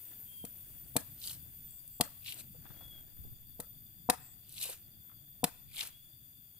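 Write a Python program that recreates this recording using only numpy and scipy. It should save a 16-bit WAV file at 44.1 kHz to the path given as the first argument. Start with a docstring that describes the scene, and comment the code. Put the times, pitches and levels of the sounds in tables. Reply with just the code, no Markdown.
"""Insects whine over hiss and a breeze that swells, gusts once and fades; grass rustles, a knock, a far whistle.
Then six machete blows on a green coconut: filtered modes thud in the nut, and the husk cracks as shaped noise.
After four of them the blade prises the fibres apart: clumped random pings, fizz, rasp and single snaps.
Straw ticks, soft knocks, insect buzzes and two more whistles fall in between.
Grass and bushes scatter the work and the bird through noise echoes."""
import sys
import numpy as np
from scipy import signal
from scipy.fft import rfft, irfft
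from scipy.io import wavfile
from scipy.ndimage import uniform_filter1d

SR = 44100
rng = np.random.default_rng(int(sys.argv[2]) if len(sys.argv) > 2 else 0)


def master_out(mix):
    """Clip the mix to full scale and print it as 16-bit PCM to the path in sys.argv[1]."""
    frames = np.transpose(np.atleast_2d(mix))
    ceiling = np.clip(frames, -1, 1)
    pcm = np.round(ceiling * 32767).astype(np.int16)
    wavfile.write(sys.argv[1], SR, pcm)


N = 290619
TIME_S = np.arange(N) / SR

# hiss colour: f/Hz, relative density/dB
HISS_SHAPE = [(300, -3), (700, -29), (1200, -19), (2000, -12), (2700, -4), (4000, -13.5), (5800, -13),
              (8000, -0.5), (10500, 4.5), (12500, 1), (15300, 11.5)]
# hiss level before its flicker: t/s, level/dB
HISS_LEVEL = [(0, -48.5), (1.1, -51.5), (2.6, -54), (4.2, -57.5), (6.59, -57.5)]
# breeze rumble colour: f/Hz, relative density/dB
RUMBLE_SHAPE = [(15, -11.5), (35, -4.5), (60, 2), (130, 7), (200, -2.5), (300, -10.5), (430, -28),
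                (900, -60)]
# breeze strength: t/s, relative level/dB
BREEZE = [(0, -11), (1.2, 1.5), (3.1, 3.5), (3.8, -3.5), (4.7, -5), (6.1, -12), (6.59, -18)]
GUST_AT_S, GUST_HALF_S, GUST_DB = 3.26, .12, 13
PUFFS_DB, RUMBLE_DB = -64.5, -62.5  # at breeze 0 dB
RUMBLE_SHARE = 0.21  # of the breeze's dB swings

# near katydids: crest t/s, cycle/s, crest f/Hz, drift over the scene/Hz, first and last mean level/dB
KATYDIDS = [(.36, 1.065, 14060, -200, -50.5, -67), (.62, 1.115, 13960, 60, -60, -64),
            (1.1, 1.1, 13900, -30, -64, -63), (.2, 1.1, 13760, -200, -67, -69),
            (0, 1.1, 13330, -70, -77, -70.5)]
KATYDID_SWING_HZ, KATYDID_RISE = 190, .36  # rise: share of the cycle
FAR_KATYDID_LOW_HZ, FAR_KATYDID_HIGH_HZ = 13250, 14400  # range of crests
FAR_KATYDID_FIRST_DB, FAR_KATYDID_LAST_DB = -69, -76
# steady flickering noise bands: f/Hz, width/Hz, mean level/dB
NOISE_BANDS = [(3364, 130, -79.5), (3522, 130, -77), (4703, 380, -78.5), (6890, 400, -80.5),
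               (13650, 850, -73)]
# short insect buzzes: t/s, length/s, level/dB
BUZZES = [(1.638, 0.2, -63), (1.891, 0.13, -65), (4.173, 0.2, -62.5)]

# feet and hands shifting in dry grass: middle t/s, half length/s, level/dB
SHUFFLES = [(0.112, 0.097, -69.5), (0.744, 0.44, -75), (1.39, 0.33, -77.5), (2.375, 0.059, -64.5),
            (2.74, 0.12, -65.5), (2.99, 0.091, -71), (3.194, 0.21, -83), (4.94, 0.72, -86)]
RUSTLE_FLOOR_DB = -78

# nut turned and set down: t/s, level/dB, centre f/Hz, decay/s
KNOCKS = [(0.1177, -62, 1390, .01), (2.5452, -63, 510, .02), (2.655, -53, 800, .005),
          (2.664, -53.5, 1400, .005), (2.699, -48, 130, .012), (2.705, -53, 1100, .003),
          (2.8081, -56, 750, .016), (3.188, -44, 65, .02), (3.242, -46, 110, .025), (3.318, -50, 100, .015),
          (4.6529, -45, 510, .007), (4.69, -45.5, 497, .012), (5.097, -61, 1150, .005),
          (5.115, -63, 1200, .009)]
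# thick fibres and bundles snapping: t/s, level/dB, centre f/Hz, decay/s
SNAPS = [(1.2008, -46, 9000, .003), (1.216, -47, 3900, .004), (1.2385, -38.5, 3900, .004),
         (1.257, -40, 10500, .004), (1.2722, -37, 9500, .003), (1.283, -39, 3800, .002),
         (1.296, -41, 3900, .002), (1.3125, -41, 12000, .002), (2.2605, -41, 2850, .006),
         (2.2805, -38.5, 2780, .007), (2.2895, -43, 9000, .002), (2.302, -44, 2950, .008),
         (2.3222, -39.5, 2800, .004), (2.323, -42, 9500, .003), (2.3427, -41, 8500, .003),
         (4.4935, -45, 9000, .002), (4.525, -43, 11500, .002), (4.581, -37, 3200, .002),
         (4.6225, -35, 9500, .003), (4.628, -32, 8800, .005), (4.6302, -25, 9500, .0005),
         (4.638, -34, 9500, .004), (4.655, -36, 9000, .002), (4.6985, -35, 9000, .002),
         (5.7625, -42, 9000, .002), (5.7675, -39, 3200, .003), (5.7815, -38, 3000, .002),
         (5.7875, -37, 3400, .002), (5.7928, -34, 3400, .002), (5.8083, -24.5, 4200, .001),
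         (5.8095, -31, 3000, .005), (5.829, -39, 4000, .004), (5.872, -40, 10000, .005)]
# dry straws ticking underfoot: t/s, level/dB
STRAWS = [(0.5717, -42), (1.4265, -47), (1.7086, -43), (1.878, -37), (2.9119, -47), (3.0072, -48)]
STRAW_HZ, STRAW_DECAY_S = 10000, .0013

# bird: start t/s, length/s, base f/Hz, glide/(Hz/s), base level/dB, level change start to end/dB
WHISTLES = [(0.25, .24, 3215, -260, -59.5, 0), (2.73, .305, 3345, -160, -55.5, 7),
            (5.897, 0.22, 3396, 900, -64, -10)]
WHISTLE_ARCH_HZ, WHISTLE_DIP_DB = 80, 4  # the dip is mid-whistle

# blows: t/s, relative thud level/dB, softness cutoff f/Hz, factor on nut pitch,
# wait to ground/s, ground push re first/dB, relative soil thump/dB, thump f/Hz,
# wait to split/s, split jolt re first push/dB, relative crack level/dB, crack decay/s,
# crack body below treble/dB, flap f/Hz, flap level re crack/dB, crack left minus right/dB
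CHOPS = [(0.4406, -31.3, 400, .96, .0043, -11, -51.5, 168, .0087, -10, -41, .0054, -4, 2500, -20, 4),
         (0.9561, -28, 620, .952, .0043, -2.7, -32.6, 142, .0079, 6.7, -21.5, .0062, -3, 2430, -14, 5),
         (2.0006, -26.7, 840, .948, .0026, -3.8, -30.8, 257, .008, 4.5, -19.5, .0054, 4, 3250, -11, 3),
         (3.5937, -39, 550, .984, .0045, 4.4, -52.3, 155, .0066, -1, -34.3, .0055, -7.5, 1300, -19, 5.5),
         (4.0893, -22.5, 1500, .988, .0042, -4.1, -33, 85, .0081, 2.3, -18.5, .0064, 6.5, 2550, -11, 2.5),
         (5.4321, -26, 820, .963, .004, -1.6, -39, 165, .008, 4.7, -21.8, .0066, 3.5, 3550, -11, 2.5)]
# nut with its milk: f/Hz before the pitch factor, relative level/dB, t60/s
NUT_MODES = [(208, -6, .055), (308, -2.6, .034), (505, -6.3, .048), (670, -9, .045), (743, 1.1, .042),
             (901, .7, .038), (998, -6, .048)]
# steel blade damped by the cut: nominal f/Hz, relative level/dB, t60/s
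BLADE_MODES = [(4400, -9, 0.035), (7960, 0, 0.029), (9000, -3, 0.032), (10000, -5, 0.035)]
# splitting husk colour: f/Hz, relative density before the body tilt/dB
CRACK_SHAPE = [(60, -14.5), (160, 4), (320, -3), (400, -10), (600, -5), (950, -3), (1200, -.5), (1550, -5),
               (1900, -1.5), (2200, -7), (2600, -4), (3000, -4.5), (3800, 1), (4600, 1), (5500, -4.5),
               (7000, 0), (9300, 7.5), (15500, 1)]
# crumbs of husk: f/Hz, relative ping level/dB
CHIPS_SHAPE = [(600, 1), (1500, 4.5), (3000, -5.5), (6000, 3), (10000, 5.5), (14000, -4)]
CHIPS_DB, CHIPS_AT_S, CHIPS_PER_S = -24, .018, 3000  # level re crack; peak time
CRACK_LAG_S, CRACK_RISE_S = .0008, .00045
LEAD_IN_DB, LEAD_IN_RISE_S = -21, .001  # re crack
SOIL_T60_S, FLAP_T60_S = .035, .028
FLAP_OVERTONE, FLAP_OVERTONE_DB = 1.5, -3  # re the flap's first mode

# pulls on the blade: husk gives at t/s, relative level/dB, build-up/s, release/s,
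# crest exponent (1 pointed, 3 flat), factor on fibre pitch, rasp/dB, fizz/dB (both re fibres)
PULLS = [(1.282, -48.5, 0.11, 0.1, 1.8, 1.2, -7.5, 5.5), (2.288, -49, .072, .08, 2, 1.02, -17, 3),
         (2.385, -57, 0.05, 0.055, 1.8, 1.05, -9, 7.5), (4.628, -47.5, .17, 0.12, 1.3, 1.05, -8, 6),
         (4.632, -48, .02, .09, 1.3, 1.1, -3, 7.5), (4.7, -51, .06, .075, 1.4, 1.05, 0, 8.5),
         (5.8, -46, 0.105, .09, 1.45, 0.9, 1, 4.5), (5.868, -54, .04, .028, 1.5, 1, -3, 5)]
# fibre pings: f/Hz before the pitch factor, relative level/dB
FIBRES_SHAPE = [(2000, -31), (2400, 0), (2700, -1), (3100, -4.5), (3800, 3), (4700, -5.5), (5500, -3),
                (6500, -37)]
# low rasp colour: f/Hz, relative density/dB
RASP_SHAPE = [(200, -9), (500, -2.5), (1000, 1), (2000, 5), (3000, 2)]
# bright fizz colour: f/Hz, relative density/dB
FIZZ_SHAPE = [(4500, -21.5), (6500, -9.5), (8200, -0.5), (11000, -1.5), (14000, -1.5), (15500, -9)]
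RASP_LAG_S, FIZZ_LAG_S = 0.026, 0.0044  # the fibres go first, then the blade slides through the wet husk
FIBRES_PER_S, CLUMPS_PER_S, CLUMP_DB = 5000, 260, 2.6
PULL_RANGE_DB = 26  # swell over the build-up, fall over the release
PATCH_DB, PATCH_HZ, PATCH_S = 2.2, 500, .012

# two microphone ports: f/Hz, left phase lag/rad, left minus right/dB
PORTS = [(100, 0, .5), (500, 0, 2), (600, 0, 2), (1150, 1.5, .7), (2800, 1.1, 2.3), (5500, 1.6, .2),
         (10000, 1.85, 0), (14000, 2, -.3)]
EDGE_HZ = 15570


def gain_of(db):
    """Decibels to gain."""
    return 10 ** (np.asarray(db) / 20)


def evened(x):
    """Scaled to rms 1."""
    return x / np.sqrt(np.mean(x ** 2) + 1e-20)


def add(mix, at_s, sound):
    """Adds a sound to the mix at a time, cut at the mix's end."""
    part = mix[:, max(round(at_s * SR), 0):][:, :sound.shape[-1]]
    part += sound[..., :part.shape[1]]


def panned(db):
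    """Left and right gains for a level difference."""
    return gain_of(np.array([[db], [-db]]) / 2)


def colour(x, points):
    """Minimum-phase filter of unit energy through (f/Hz, level/dB) points."""
    size = 4096
    hz, db = np.transpose(points)
    log_f = np.log(abs(np.fft.fftfreq(size, 1 / SR)) + 1)
    log_gain = np.log(gain_of(np.interp(log_f, np.log(hz), db)))
    spectrum = np.exp(np.conj(signal.hilbert(log_gain)))
    taps = np.fft.ifft(spectrum).real[:size // 2]
    taps = taps / np.linalg.norm(taps)
    return signal.oaconvolve(x, taps[None], axes=1)[:, :x.shape[1]]


def pair(n, likeness, grain_db=0):
    """Two partly alike noises; grain_db makes some samples stand out as tiny snaps."""
    a, b = rng.standard_normal((2, n))
    c = np.clip(likeness, -1, 1)
    noises = np.array([a, c * a + np.sqrt(1 - c * c) * b])
    grains = gain_of(grain_db * np.minimum(rng.exponential(1, n), 4))
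    return evened(noises * grains)


def band(x, hz, width_hz):
    """Bell-shaped band of x at rms 1."""
    f = np.fft.rfftfreq(x.shape[-1], 1 / SR)
    bell = np.exp(-2 * ((f - hz) / width_hz) ** 2)
    return evened(irfft(rfft(x) * bell, x.shape[-1]))


def drift(n, rate_hz):
    """Random knots of unit spread, joined by lines."""
    knots = np.arange(n) / SR * rate_hz
    return np.interp(knots, np.arange(N // 10), rng.standard_normal(N // 10))


def swell(at_s, half_s):
    """Smooth bump of height 1 around a time."""
    return np.exp(-((TIME_S - at_s) / half_s) ** 2)


def air():
    """Fine, fading hiss; one breeze drives low rumble and puffs on the microphone."""
    hiss_db = np.interp(TIME_S, *np.transpose(HISS_LEVEL)) + .6 * drift(N, 14)
    hiss = colour(pair(N, .3), HISS_SHAPE) * gain_of(hiss_db) * panned(4.5)
    breeze_db = np.interp(TIME_S, *np.transpose(BREEZE)) + GUST_DB * swell(GUST_AT_S, GUST_HALF_S)
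    rumble_db = RUMBLE_DB + RUMBLE_SHARE * breeze_db + 2.8 * drift(N, 14)
    rumble = colour(pair(N, .8), RUMBLE_SHAPE) * gain_of(rumble_db) * panned(3)
    puffs = colour(pair(N, 0), [(12, -8), (30, -13.5), (60, -11.0), (140, -29), (400, -80.0)])
    puffs_db = PUFFS_DB + breeze_db + 5.7 * drift(N, 2.5)
    return hiss + rumble + puffs * gain_of(puffs_db) * panned(-2.2)


def katydid(crest_s, cycle_s, hz, drift_hz, first_db, last_db):
    """Thin sine whine that climbs quickly and sinks slowly, shimmering on its way through the leaves."""
    phase = (TIME_S - crest_s) / cycle_s % 1
    sag = np.interp(phase, [0, 1 - KATYDID_RISE, 1], [0, 1, 0])
    pitch_hz = hz + np.linspace(0, drift_hz, N) - KATYDID_SWING_HZ * sag + 14 * drift(N, 300)
    turns = np.cumsum(pitch_hz) / SR
    level_db = np.linspace(first_db, last_db, N)
    level_db = level_db + 3 * np.array([drift(N, 16), drift(N, 12)]) + 2.5 * drift(N, 40)
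    path_turns = .22 * np.array([drift(N, 9), drift(N, 7)])
    return gain_of(level_db) * np.sin(2 * np.pi * (turns + path_turns)) * panned(5.0)


def insects(far_count=8):
    """Near and far katydid sines over steady flickering noise bands and short noise buzzes."""
    far = [(rng.random(), rng.uniform(1, 1.2), hz, 0, FAR_KATYDID_FIRST_DB, FAR_KATYDID_LAST_DB)
           for hz in np.linspace(FAR_KATYDID_LOW_HZ, FAR_KATYDID_HIGH_HZ, far_count)]
    out = sum(katydid(*row) for row in KATYDIDS + far)
    for hz, width_hz, db in NOISE_BANDS:
        out += gain_of(db + 2.4 * drift(N, 45)) * band(pair(N, 0.069), hz, width_hz) * panned(10)
    for at_s, length_s, db in BUZZES:
        n = round(length_s * SR)
        buzz = band(pair(n, 0.18), 7870, 1000) * signal.windows.tukey(n, .7)
        add(out, at_s, gain_of(db) * buzz * panned(4.0))
    return out


def shuffle():
    """Trodden grass: grainy, uneven noise that swells with each shift of weight."""
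    grass = colour(pair(N, 0.028, grain_db=3.5),
                   [(150, -6.5), (300, 5.5), (450, -5.5), (650, -1.5),
                    (1100, -13.0), (1600, -6.0), (2600, -13.5), (5000, -17.5)])
    weight = gain_of(RUSTLE_FLOOR_DB) + sum(gain_of(db) * swell(at_s, half_s) for at_s, half_s, db in SHUFFLES)
    return grass * weight * gain_of(2.5 * drift(N, 110)) * panned(7)


def bursts(rows, skirt_db, pan_db):
    """Knocks, snaps or ticks: decaying grainy noise, each around its own centre frequency."""
    out, t = np.zeros((2, N)), np.arange(SR // 10) / SR
    for at_s, db, hz, decay_s in rows:
        shape = [(hz / 4, 2 * skirt_db), (hz / 1.6, skirt_db), (hz, 0),
                 (hz * 2, skirt_db), (hz * 8, 3 * skirt_db), (hz * 64, 6 * skirt_db)]
        grains = pair(len(t), 0.052, grain_db=2.5) * np.exp(-t / decay_s)
        add(out, at_s, gain_of(db) * colour(grains, shape))
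    return out * panned(pan_db)


def bird():
    """Far, thin whistle: a wavering sine on one arch of pitch and amplitude."""
    out = np.zeros((2, N))
    for at_s, length_s, hz, glide, db, change_db in WHISTLES:
        t = np.arange(0, length_s, 1 / SR)
        arch = np.sin(np.pi * t / length_s)
        pitch_hz = hz + glide * (t - length_s / 2) + WHISTLE_ARCH_HZ * (arch - .75) + 24 * drift(len(t), 170)
        level_db = db + change_db * (t / length_s - .5) - WHISTLE_DIP_DB * arch ** 16
        level_db = level_db + 2.8 * drift(len(t), 110)
        tone = np.sin(2 * np.pi * np.cumsum(pitch_hz) / SR)
        add(out, at_s, arch * gain_of(level_db) * tone * panned(6.1))
    return out


def ring(modes, t, pitch=1):
    """Decaying sine modes after one sharp push."""
    return sum(gain_of(db - 60 * t / t60) * np.sin(2 * np.pi * hz * pitch * t) for hz, db, t60 in modes)


def crackle(n, points, per_s, count=40):
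    """Fibres of many sizes snap at random, each ringing a few cycles at its own pitch."""
    hz, db = np.transpose(points)
    out, t = np.zeros((2, n)), np.arange(SR // 100) / SR
    for f in np.linspace(hz[0], hz[-1], count) * rng.uniform(.97, 1.03, count):
        snaps = pair(n, 0.6) * (rng.random(n) < per_s / count / SR)
        envelope = (t * f) * np.exp(-t * f / 2.2)
        ping = gain_of(np.interp(f, hz, db)) * np.sin(2 * np.pi * f * t) * envelope
        out += signal.oaconvolve(snaps, ping[None], axes=1)[:, :n]
    return evened(out)


def chops():
    """Three pushes ring the nut: blade lands, nut thumps the soil, husk splits and sheds crumbs."""
    out, t = np.zeros((2, N)), np.arange(SR // 5) / SR
    cushion = np.vstack([signal.butter(2, 75, "high", fs=SR, output="sos"),
                         signal.butter(5, 1300, fs=SR, output="sos")])
    for (at_s, thud_db, soft_hz, pitch, ground_wait_s, ground_db, thump_db, thump_hz,
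         split_wait_s, jolt_db, crack_db, decay_s, body_db, flap_hz, flap_db, pan_db) in CHOPS:
        contact = np.vstack([cushion, signal.butter(3, soft_hz, fs=SR, output="sos")])
        nut = signal.sosfilt(contact, ring(NUT_MODES, t, pitch))
        thud = -gain_of(thud_db - 6) * nut * panned(6)
        for delay_s, push_db in [(0, 0), (ground_wait_s, ground_db), (split_wait_s, jolt_db)]:
            add(out, at_s + delay_s, gain_of(push_db) * thud)
        soil = signal.sosfilt(cushion, ring([(thump_hz, thump_db, SOIL_T60_S)], t))
        add(out, at_s + ground_wait_s, soil * panned(5))

        split = pair(len(t), 0.61) * (1 - np.exp(-t / CRACK_RISE_S)) * np.exp(-(t / decay_s) ** 1.6)
        # a faint noise swells into the split
        lead_in = pair(len(t), .6, grain_db=2) * gain_of(LEAD_IN_DB) * np.exp((t - t[-1]) / LEAD_IN_RISE_S)
        husk = [(hz, db + body_db / (1 + (hz / 5500) ** 4)) for hz, db in CRACK_SHAPE]
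        spray = t / CHIPS_AT_S * np.exp(-t / CHIPS_AT_S)
        chips = gain_of(CHIPS_DB) * crackle(len(t), CHIPS_SHAPE, CHIPS_PER_S) * spray
        steel = gain_of(-13.5) * ring(BLADE_MODES, t, rng.uniform(.97, 1.03))  # pitch varies per blow
        flap = ring([(flap_hz, flap_db, FLAP_T60_S),
                     (flap_hz * FLAP_OVERTONE, flap_db + FLAP_OVERTONE_DB, FLAP_T60_S)], t)
        split_s = at_s + split_wait_s + CRACK_LAG_S
        gains = gain_of(crack_db + 2.5) * panned(pan_db)
        add(out, split_s - t[-1], gains * colour(lead_in, husk))
        add(out, split_s, gains * (colour(split, husk) + steel + flap + chips))
    return out


def strain(t, build_s, release_s, crest):
    """Gain that swells until the husk gives at t = 0, then falls away."""
    return gain_of(-PULL_RANGE_DB * np.maximum(-t / build_s, t / release_s) ** crest)


def patchy(x, size=256):
    """Random time-frequency patches make the noise louder and softer in separate bands."""
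    hop = size // 4
    z = signal.stft(x, nperseg=size, noverlap=3 * size // 4)[2]
    field = rng.standard_normal(z.shape[1:])
    field = uniform_filter1d(field, round(PATCH_HZ * size / SR), axis=0)
    field = evened(uniform_filter1d(field, round(PATCH_S * SR / hop), axis=1))
    patched = z * evened(gain_of(PATCH_DB * field))
    return signal.istft(patched, nperseg=size, noverlap=3 * size // 4)[1][:, :x.shape[1]]


def tears():
    """Levered fibres part in clumps of tiny snaps; fizz and rasp noise follow just behind."""
    out = np.zeros((2, N))
    for at_s, db, build_s, release_s, crest, pitch, rasp_db, fizz_db in PULLS:
        t = np.arange(-2 * build_s, 2 * release_s + RASP_LAG_S, 1 / SR)
        fibres = [(hz * pitch, level_db) for hz, level_db in FIBRES_SHAPE]
        sound = strain(t, build_s, release_s, crest) * crackle(len(t), fibres, FIBRES_PER_S)
        for shape, layer_db, lag_s in [(RASP_SHAPE, rasp_db, RASP_LAG_S), (FIZZ_SHAPE, fizz_db, FIZZ_LAG_S)]:
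            noise = colour(pair(len(t), 0.7, grain_db=3.5), shape)
            sound += gain_of(layer_db) * strain(t - lag_s, build_s, release_s, crest) * noise
        clumps = gain_of(CLUMP_DB * drift(len(t), CLUMPS_PER_S))
        add(out, at_s + t[0], gain_of(db) * clumps * patchy(sound) * panned(1.76))
    return out


def thicket(x):
    """Grass scatters the sound at once; bushes behind return a soft, later wash."""
    t = np.arange(SR // 2) / SR
    near = pair(len(t), 0.1) * gain_of(-60 * t / 0.09) * (1 - np.exp(-t / 0.0087))
    bushes = pair(len(t), 0.13) * np.exp(-((t - .033) / 0.018) ** 2)
    far = pair(len(t), 0.087) * gain_of(-60 * t / .42) * (1 - .85 * np.exp(-(t / .11) ** 2))
    far = colour(far, [(200, -12.5), (900, -10.5), (2500, -1.5), (15000, -7)])  # leaves return mostly treble
    layers = [(-25, near), (-21.0, bushes), (-27.0, far)]
    taps = sum(gain_of(db) * part / np.linalg.norm(part[0]) for db, part in layers)
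    taps = colour(taps, [(100, -2.0), (600, 3.0), (1500, 9.5), (4000, 0.0), (9000, 3.0), (15000, 2.0)])
    return signal.fftconvolve(x, taps, axes=1)[:, :N]


def microphones(x):
    """Two ports hear the work with unequal phase and level at each frequency."""
    hz, lag_rad, balance_db = np.transpose(PORTS)
    f = np.fft.rfftfreq(N, 1 / SR)
    balance = gain_of(np.interp(f, hz, balance_db) / 2)
    left = balance * np.exp(-1j * np.interp(f, hz, lag_rad) / 2)
    return irfft(rfft(x) * np.array([left, 1 / left]), N)


def scene():
    """Work and bird, both scattered by the thicket, over the sounds of the field."""
    ticks = SNAPS + [(at_s, db, STRAW_HZ, STRAW_DECAY_S) for at_s, db in STRAWS]
    small = bursts(KNOCKS, skirt_db=-14, pan_db=5) + bursts(ticks, skirt_db=-20, pan_db=3)
    whistle = bird()
    work = microphones(chops() + tears() + small)
    sent = work + gain_of(6) * whistle  # the distant bird has more echo
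    mix_rad = 1.2 * drift(N, 90)  # fast random mixing of echo signs blurs any ring
    echoes = thicket(sent) * np.cos(mix_rad) + thicket(sent) * np.sin(mix_rad)
    return air() + insects() + shuffle() + whistle + work + echoes


def record(dry):
    """The recorder's band limit: a linear-phase low-pass."""
    taps = signal.firwin(401, EDGE_HZ, window=("kaiser", 8), fs=SR)
    return signal.oaconvolve(dry, taps[None], "same")


dry = scene()
out = record(dry)
master_out(out)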